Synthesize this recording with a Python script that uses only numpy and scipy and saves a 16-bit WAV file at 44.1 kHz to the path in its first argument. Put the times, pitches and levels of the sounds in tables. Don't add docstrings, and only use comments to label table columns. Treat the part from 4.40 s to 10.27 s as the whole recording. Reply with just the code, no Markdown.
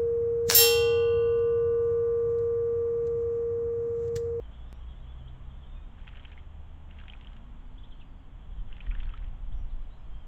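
import sys
import numpy as np
from scipy import signal
from scipy.fft import rfft, irfft, next_fast_len
from scipy.io import wavfile
from scipy.ndimage import uniform_filter1d, map_coordinates

SR = 44100
rng = np.random.default_rng(int(sys.argv[2]) if len(sys.argv) > 2 else 0)


def store_wav(level_fs):
    pcm = np.round(np.clip(np.atleast_2d(level_fs), -1, 1) * 32767)
    wavfile.write(sys.argv[1], SR, pcm.T.astype(np.int16))


N = 258867

# start_s, relative_db, treble_lift_db
WING_SLAPS = [(1.671, -38.5, -1), (1.678, -32, -3), (1.6884, -35, -2), (1.7562, -38.5, -4),
              (1.77, -35.5, -6), (1.8506, -32, -7), (1.9177, -38, 2), (2.5096, -38, -6), (2.586, -39, -4),
              (2.5997, -38, -2), (2.6816, -31, 0), (2.723, -41, 11), (2.8114, -38, 5), (2.932, -43, 6),
              (2.966, -41.5, 6), (4.367, -37, -1), (4.4654, -40, -5), (4.5504, -38, -3), (4.602, -33.5, -3),
              (4.6056, -35, -2), (4.6328, -36.5, 5), (4.693, -38.5, -2), (4.7385, -37, -4),
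              (4.776, -39.5, 5), (4.8434, -41, -1)]
# start_s, relative_db, pitch_hz, decay_s
DROP_BUBBLES = [(1.678, -41, 2560, 0.005), (1.796, -49, 3050, .005), (1.854, -41, 3040, .004),
                (1.855, -44, 2500, 0.0037), (1.921, -51, 2270, 0.019), (1.977, -43.5, 2030, 0.0078),
                (2.589, -43.5, 2590, .005), (2.613, -45.5, 1590, .005), (2.699, -37.5, 3000, 0.0045),
                (2.7355, -38, 2370, 0.0062), (2.847, -44, 2740, 0.0033), (2.871, -41.5, 3064, 0.0037),
                (4.328, -39, 2780, 0.0033), (4.405, -38.5, 2405, 0.0087), (4.408, -44.5, 2940, 0.0049),
                (4.469, -42.5, 1810, 0.0044), (4.5108, -39, 2150, 0.0038), (4.514, -39.5, 2400, 0.0083),
                (4.5514, -38, 1690, .004), (4.633, -43, 3330, 0.0044), (4.656, -47.5, 4150, .007),
                (4.737, -44.5, 3020, 0.003), (4.739, -44, 1200, 0.013), (4.775, -47, 4000, .003)]
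# start_s, fullest_s, end_s, spray_db
BATHING_BOUTS = [(1.586, 1.83, 2.023, -59.5), (2.51, 2.587, 2.97, -61.5), (4.31, 4.624, 4.88, -58.5)]
# frequency_hz, gain_db
SPLASH_SPECTRUM = [(300, -20.5), (800, -13), (1500, 1.5), (2600, 9), (3400, 4), (5000, -7), (8000, -16.5),
                   (15000, -20)]

# start_s, level_db
HEDGE_CHIPS = [(.871, -57.5), (3.376, -56), (3.431, -54.5), (3.593, -59.5), (5.116, -61)]
# start_s, length_s, start_hz, level_db
RASPY_NOTES = [(0.112, .05, 3520, -67), (1.08, .05, 3600, -70), (1.196, 0.073, 3600, -64),
               (3.505, .038, 3550, -59), (3.606, 0.0277, 3000, -56.5), (5.285, 0.033, 4210, -62.5)]
# start_s, length_s, start_hz, end_hz, level_db
THIN_WHISTLES = [(.272, .065, 5100, 5450, -64), (.332, 0.056, 5680, 5720, -62),
                 (0.453, 0.1, 3300, 3330, -68), (0.671, .045, 3330, 3500, -63.5),
                 (1.22, 0.18, 3540, 3603, -67), (1.38, .16, 3620, 3706, -71), (1.347, .05, 2560, 2414, -64),
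                 (5.127, 0.12, 5860, 5670, -61), (5.494, 0.059, 3620, 4100, -63),
                 (5.679, .14, 3140, 3243, -69)]
# start_s, end_s, pitch_hz, level_db
FAR_PHRASES = [(0, .85, 3406, -71), (1.049, 1.25, 3500, -75), (3.201, 3.85, 4340, -71.5),
               (3.998, 4.35, 3430, -74), (5.298, 5.875, 4510, -70.5)]

# peak_s, half_width_s, relative_db
MIC_GUSTS = [(3.4, 0.33, -47.5), (4.22, 0.17, -36.5), (4.499, 0.047, -32.5), (4.63, 0.096, -32),
             (4.869, 0.084, -34.5), (5.149, 0.14, -33), (5.391, .12, -36.5), (5.74, 0.13, -39)]
# frequency_hz, gain_db
BUFFET_SPECTRUM = [(5, -11), (14, -2.5), (25, 0.5), (42, -5.5), (60, -10.5), (90, -19), (140, -29.5),
                   (250, -42), (600, -68.5), (2000, -120)]
# frequency_hz, gain_db
GUST_COLOUR = [(35, 0.5), (70, -4), (120, -4), (220, -0.5)]

# time_s, firing_hz, load_db
ENGINE_RUN = [(0, 55.1, 0), (.35, 59.96, -1), (1.0, 64.22, -1), (1.4, 67.94, -3), (1.8, 70.43, -4.5),
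              (2.15, 75.04, -2.5), (2.55, 75.6, -3), (2.72, 65.2, -1.5), (3.05, 53.2, -5.5)]
# firing_multiple, relative_db
ENGINE_ORDERS = [(.5, -57), (1, -44.5), (2, -64)]
# centre_hz, half_width_hz, lift_db
EXHAUST_BOOMS = [(34.4, 4, 11.5), (128.3, 7.9, 15), (151.76, 1.8, 8)]
# time_s, pitch_hz, level_db
TRAFFIC_DRONE = [(2.5, 196, -66.5), (2.92, 213, -60.5), (3.08, 238, -60.5), (3.35, 252.5, -60.5),
                 (3.5, 261, -70), (3.9, 275, -65.5)]
# frequency_hz, gain_db
ROAD_SPECTRUM = [(20, -5.5), (55, 7.5), (85, 6), (130, 4), (180, 0), (240, -2.5), (330, -12), (600, -33.5),
                 (3000, -82)]
# frequency_hz, gain_db
HISS_SPECTRUM = [(100, -4.5), (350, -2), (550, -1), (780, 0.5), (1100, -2), (1500, -7), (2100, -8.5),
                 (3200, -10), (5000, -14.5), (8000, -11), (15000, -14)]
# time_s, relative_db
HISS_LEVELS = [(0.0, -63.5), (2.43, -65), (2.65, -63.5), (3.76, -66), (4.48, -64), (5.87, -64.5)]
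# frequency_hz, gain_db
HOUSING_RESPONSE = [(1500, 1), (2100, -1.5), (2600, -2), (3050, 1.5), (3330, 2.5), (3600, -5),
                    (4000, -13.5), (4700, -21), (5800, -19), (7100, -15), (7800, -18), (8700, -35.5),
                    (15000, -41)]


def wing_slaps(gain_db=7.5, snap_db=-4, crack_t60_s=0.018, wash_db=-23, wash_t60_s=0.23):
    out, t = np.zeros(N), np.arange(SR // 20) / SR
    for start_s, db, treble_db in WING_SLAPS:
        crack = amp(-60 * t / crack_t60_s)
        wash = amp(wash_db - 60 * t / wash_t60_s)
        burst = rng.standard_normal(len(t)) * (crack + wash)
        burst[0] += amp(snap_db) * np.linalg.norm(burst)
        splash = colour(burst, SPLASH_SPECTRUM)
        splash = colour(splash / np.linalg.norm(splash), [(3000, 0), (4500, treble_db)])
        add(out, start_s, amp(db + gain_db) * splash)
    return out


def drops(gain_db=1, rise_per_s=16):
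    out = np.zeros(N)
    for start_s, db, hz, decay_s in DROP_BUBBLES:
        add(out, start_s, amp(db + gain_db) * bubble(hz, hz * (1 + rise_per_s * decay_s), decay_s))
    return out


def spray(droplets_per_s=520, centre_hz=2600, spread=0.36, decay_cycles=4, patter_db=-2, mist_db=-9):
    flow = sum(bout(*row) for row in BATHING_BOUTS)
    patter = np.zeros(N)
    for when, smallness, pitch in rng.random((int(droplets_per_s * N / SR), 3)):
        hz = centre_hz * np.exp(2 * spread * (2 * pitch - 1))
        strength = amp(-5 * np.log(smallness + 0.083))
        add(patter, when * N / SR, strength * bubble(hz, hz * 1.12, decay_cycles / hz))
    return flow * (amp(patter_db) * unit(patter) + amp(mist_db) * noise(SPLASH_SPECTRUM))


def bout(start_s, fullest_s, end_s, db, edge_db=-5.5):
    shape = [(start_s, edge_db), (fullest_s, 0), (end_s, edge_db)]
    return amp(db + curves(shape)[0]) * during(shape, fade_s=0.04)


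def bubble(start_hz, end_hz, decay_s, onset_s=0.0001, fall_db=19):
    t = np.arange(int(2 * decay_s * SR) + 2) / SR
    age = t / decay_s
    envelope = (1 - np.exp(-t / onset_s)) * amp(-fall_db * age)
    return envelope * sine(start_hz + (end_hz - start_hz) * age)


def songbirds(chip_hz=2910, chip_rise=1.36, chip_s=0.024, rasp_fall=0.85, echo_db=-34):
    notes = [(s, db, whistle(chip_hz, chip_hz * chip_rise, chip_s, waver=0.025))
             for s, db in HEDGE_CHIPS]
    notes += [(s, db, whistle(hz, hz * rasp_fall, length_s, waver=0.045))
              for s, length_s, hz, db in RASPY_NOTES]
    notes += [(s, db, whistle(start_hz, end_hz, length_s, waver=0.008))
              for s, length_s, start_hz, end_hz, db in THIN_WHISTLES]
    direct, scattered = np.zeros(N), np.zeros(N)
    for start_s, db, note in notes:
        add(direct, start_s, amp(db) * note)
        add(scattered, start_s, amp(echo_db + db / 2) * note)
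    return direct + garden_echo(scattered, t60_s=0.31)


def far_songs(notes_per_s=26, spread=0.12, glide=0.06, note_s=0.049):
    out = np.zeros(N)
    for start_s, end_s, pitch_hz, db in FAR_PHRASES:
        beats = np.arange(start_s, end_s, 1 / notes_per_s)
        for beat_s, (late, step, slide) in zip(beats, rng.uniform(-1, 1, (60, 3))):
            hz = pitch_hz * np.exp(spread * step)
            note = whistle(hz, hz * np.exp(glide * slide), note_s, waver=0.03)
            add(out, beat_s + 0.5 * late / notes_per_s, amp(db) * note)
    return out


def whistle(start_hz, end_hz, length_s, waver):
    age = np.linspace(0, 1, int(length_s * SR))
    unsteady = map_coordinates(rng.standard_normal(200), [age * length_s * 400], mode="mirror")
    glide_hz = start_hz + (end_hz - start_hz) * age
    return np.sin(np.pi * age) * sine(glide_hz * (1 + waver * unsteady))


def wind(breeze_db=-46, gust_gain_db=1.5):
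    t = np.arange(N) / SR
    gusts = sum(amp(db + gust_gain_db) * np.exp(-((t - peak_s) / half_width_s) ** 2)
                for peak_s, half_width_s, db in MIC_GUSTS)
    return amp(breeze_db) * eddies() + gusts * unit(colour(eddies(), GUST_COLOUR))


def eddies():
    buffet = noise(BUFFET_SPECTRUM)
    local_power = np.abs(uniform_filter1d(buffet ** 2, SR // 8))
    return unit(buffet / np.sqrt(local_power + 0.15))


def far_engine(ease_off_s=2.55, rough_db=2):
    firing_hz, load_db = curves(ENGINE_RUN)
    pulling = np.arange(N) / SR < ease_off_s
    unsteady = 1 + 0.004 * wobble(14)
    exhaust = np.zeros(N)
    for multiple, db in ENGINE_ORDERS:
        order_hz = multiple * firing_hz
        boom_db = sum(lift_db * np.exp(-((order_hz - centre_hz) / half_width_hz) ** 2)
                      for centre_hz, half_width_hz, lift_db in EXHAUST_BOOMS)
        boom_db = uniform_filter1d(boom_db * pulling, size=SR // 10)
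        exhaust += amp(db + boom_db + rough_db * wobble(10)) * sine(order_hz * unsteady)
    return amp(load_db) * exhaust * during(ENGINE_RUN, fade_s=0.25)


def traffic_drone(rough_db=1.2, waver=0.007):
    hz, db = curves(TRAFFIC_DRONE)
    envelope = amp(db + rough_db * wobble(16)) * during(TRAFFIC_DRONE, fade_s=0.067)
    return envelope * sine(hz * (1 + waver * wobble(25)))


def distant_ambience(rumble_db=-56, hiss_gain_db=4):
    hiss_db = curves(HISS_LEVELS)[0] + hiss_gain_db
    return amp(rumble_db) * noise(ROAD_SPECTRUM) + amp(hiss_db) * noise(HISS_SPECTRUM)


def garden_echo(sound, t60_s, onset_s=0.0033):
    t = np.arange(SR // 2) / SR
    tail = rng.standard_normal(len(t)) * amp(-60 * t / t60_s) * (1 - np.exp(-t / onset_s))
    return signal.fftconvolve(sound, tail / np.linalg.norm(tail))[:N]


def click(start_s=0.3283, level_db=-35, t60_s=0.013):
    out, t = np.zeros(N), np.arange(SR // 10) / SR
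    add(out, start_s, -amp(level_db - 60 * t / t60_s))
    return out


def amp(db):
    return 10 ** (np.asarray(db) / 20)


def unit(x):
    return x / np.sqrt(np.mean(x ** 2) + 1e-20)


def curves(rows):
    times, *columns = np.transpose(rows)
    return [np.interp(np.arange(N) / SR, times, column) for column in columns]


def during(rows, fade_s):
    t = np.arange(N) / SR
    return np.clip(1 + np.minimum(t - rows[0][0], rows[-1][0] - t) / fade_s, 0, 1)


def wobble(knots_per_s):
    knots = rng.standard_normal(int(N * knots_per_s / SR) + 4)
    return map_coordinates(knots, [np.arange(N) * knots_per_s / SR])


def colour(x, points):
    size = 2 * next_fast_len(len(x) // 2 + SR // 10)
    hz, db = np.transpose(points)
    gain = amp(np.interp(np.log(np.fft.rfftfreq(size, 1 / SR) + 1), np.log(hz), db))
    cepstrum = irfft(np.log(gain))
    cepstrum[1:size // 2] *= 2
    cepstrum[size // 2 + 1:] = 0
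    return irfft(rfft(x, size) * np.exp(rfft(cepstrum)))[:len(x)]


def noise(points):
    return unit(colour(rng.standard_normal(N), points))


def add(track, start_s, sound):
    part = track[max(round(start_s * SR), 0):][:len(sound)]
    part += sound[:len(part)]


def sine(hz):
    return np.sin(2 * np.pi * np.cumsum(hz) / SR)


def scene(bath_echo_db=-17, far_echo_db=2):
    bath = drops() + wing_slaps() + spray()
    songs = far_songs()
    echoes = amp(bath_echo_db) * garden_echo(bath, t60_s=0.055)
    echoes += amp(far_echo_db) * garden_echo(songs, t60_s=0.15)
    birds = songs + songbirds()
    background = far_engine() + traffic_drone() + wind() + distant_ambience()
    return (bath + birds + echoes + background)[None]


def record(dry, hiss_db=-92, top_hz=15500):
    sound = colour(dry[0], HOUSING_RESPONSE) + amp(hiss_db) * rng.standard_normal(N) + click()
    size = next_fast_len(N + SR // 2)
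    passband = np.fft.rfftfreq(size, 1 / SR) < top_hz
    return irfft(rfft(sound, size) * passband, size)[None, :N]


dry = scene()
out = record(dry)
store_wav(out)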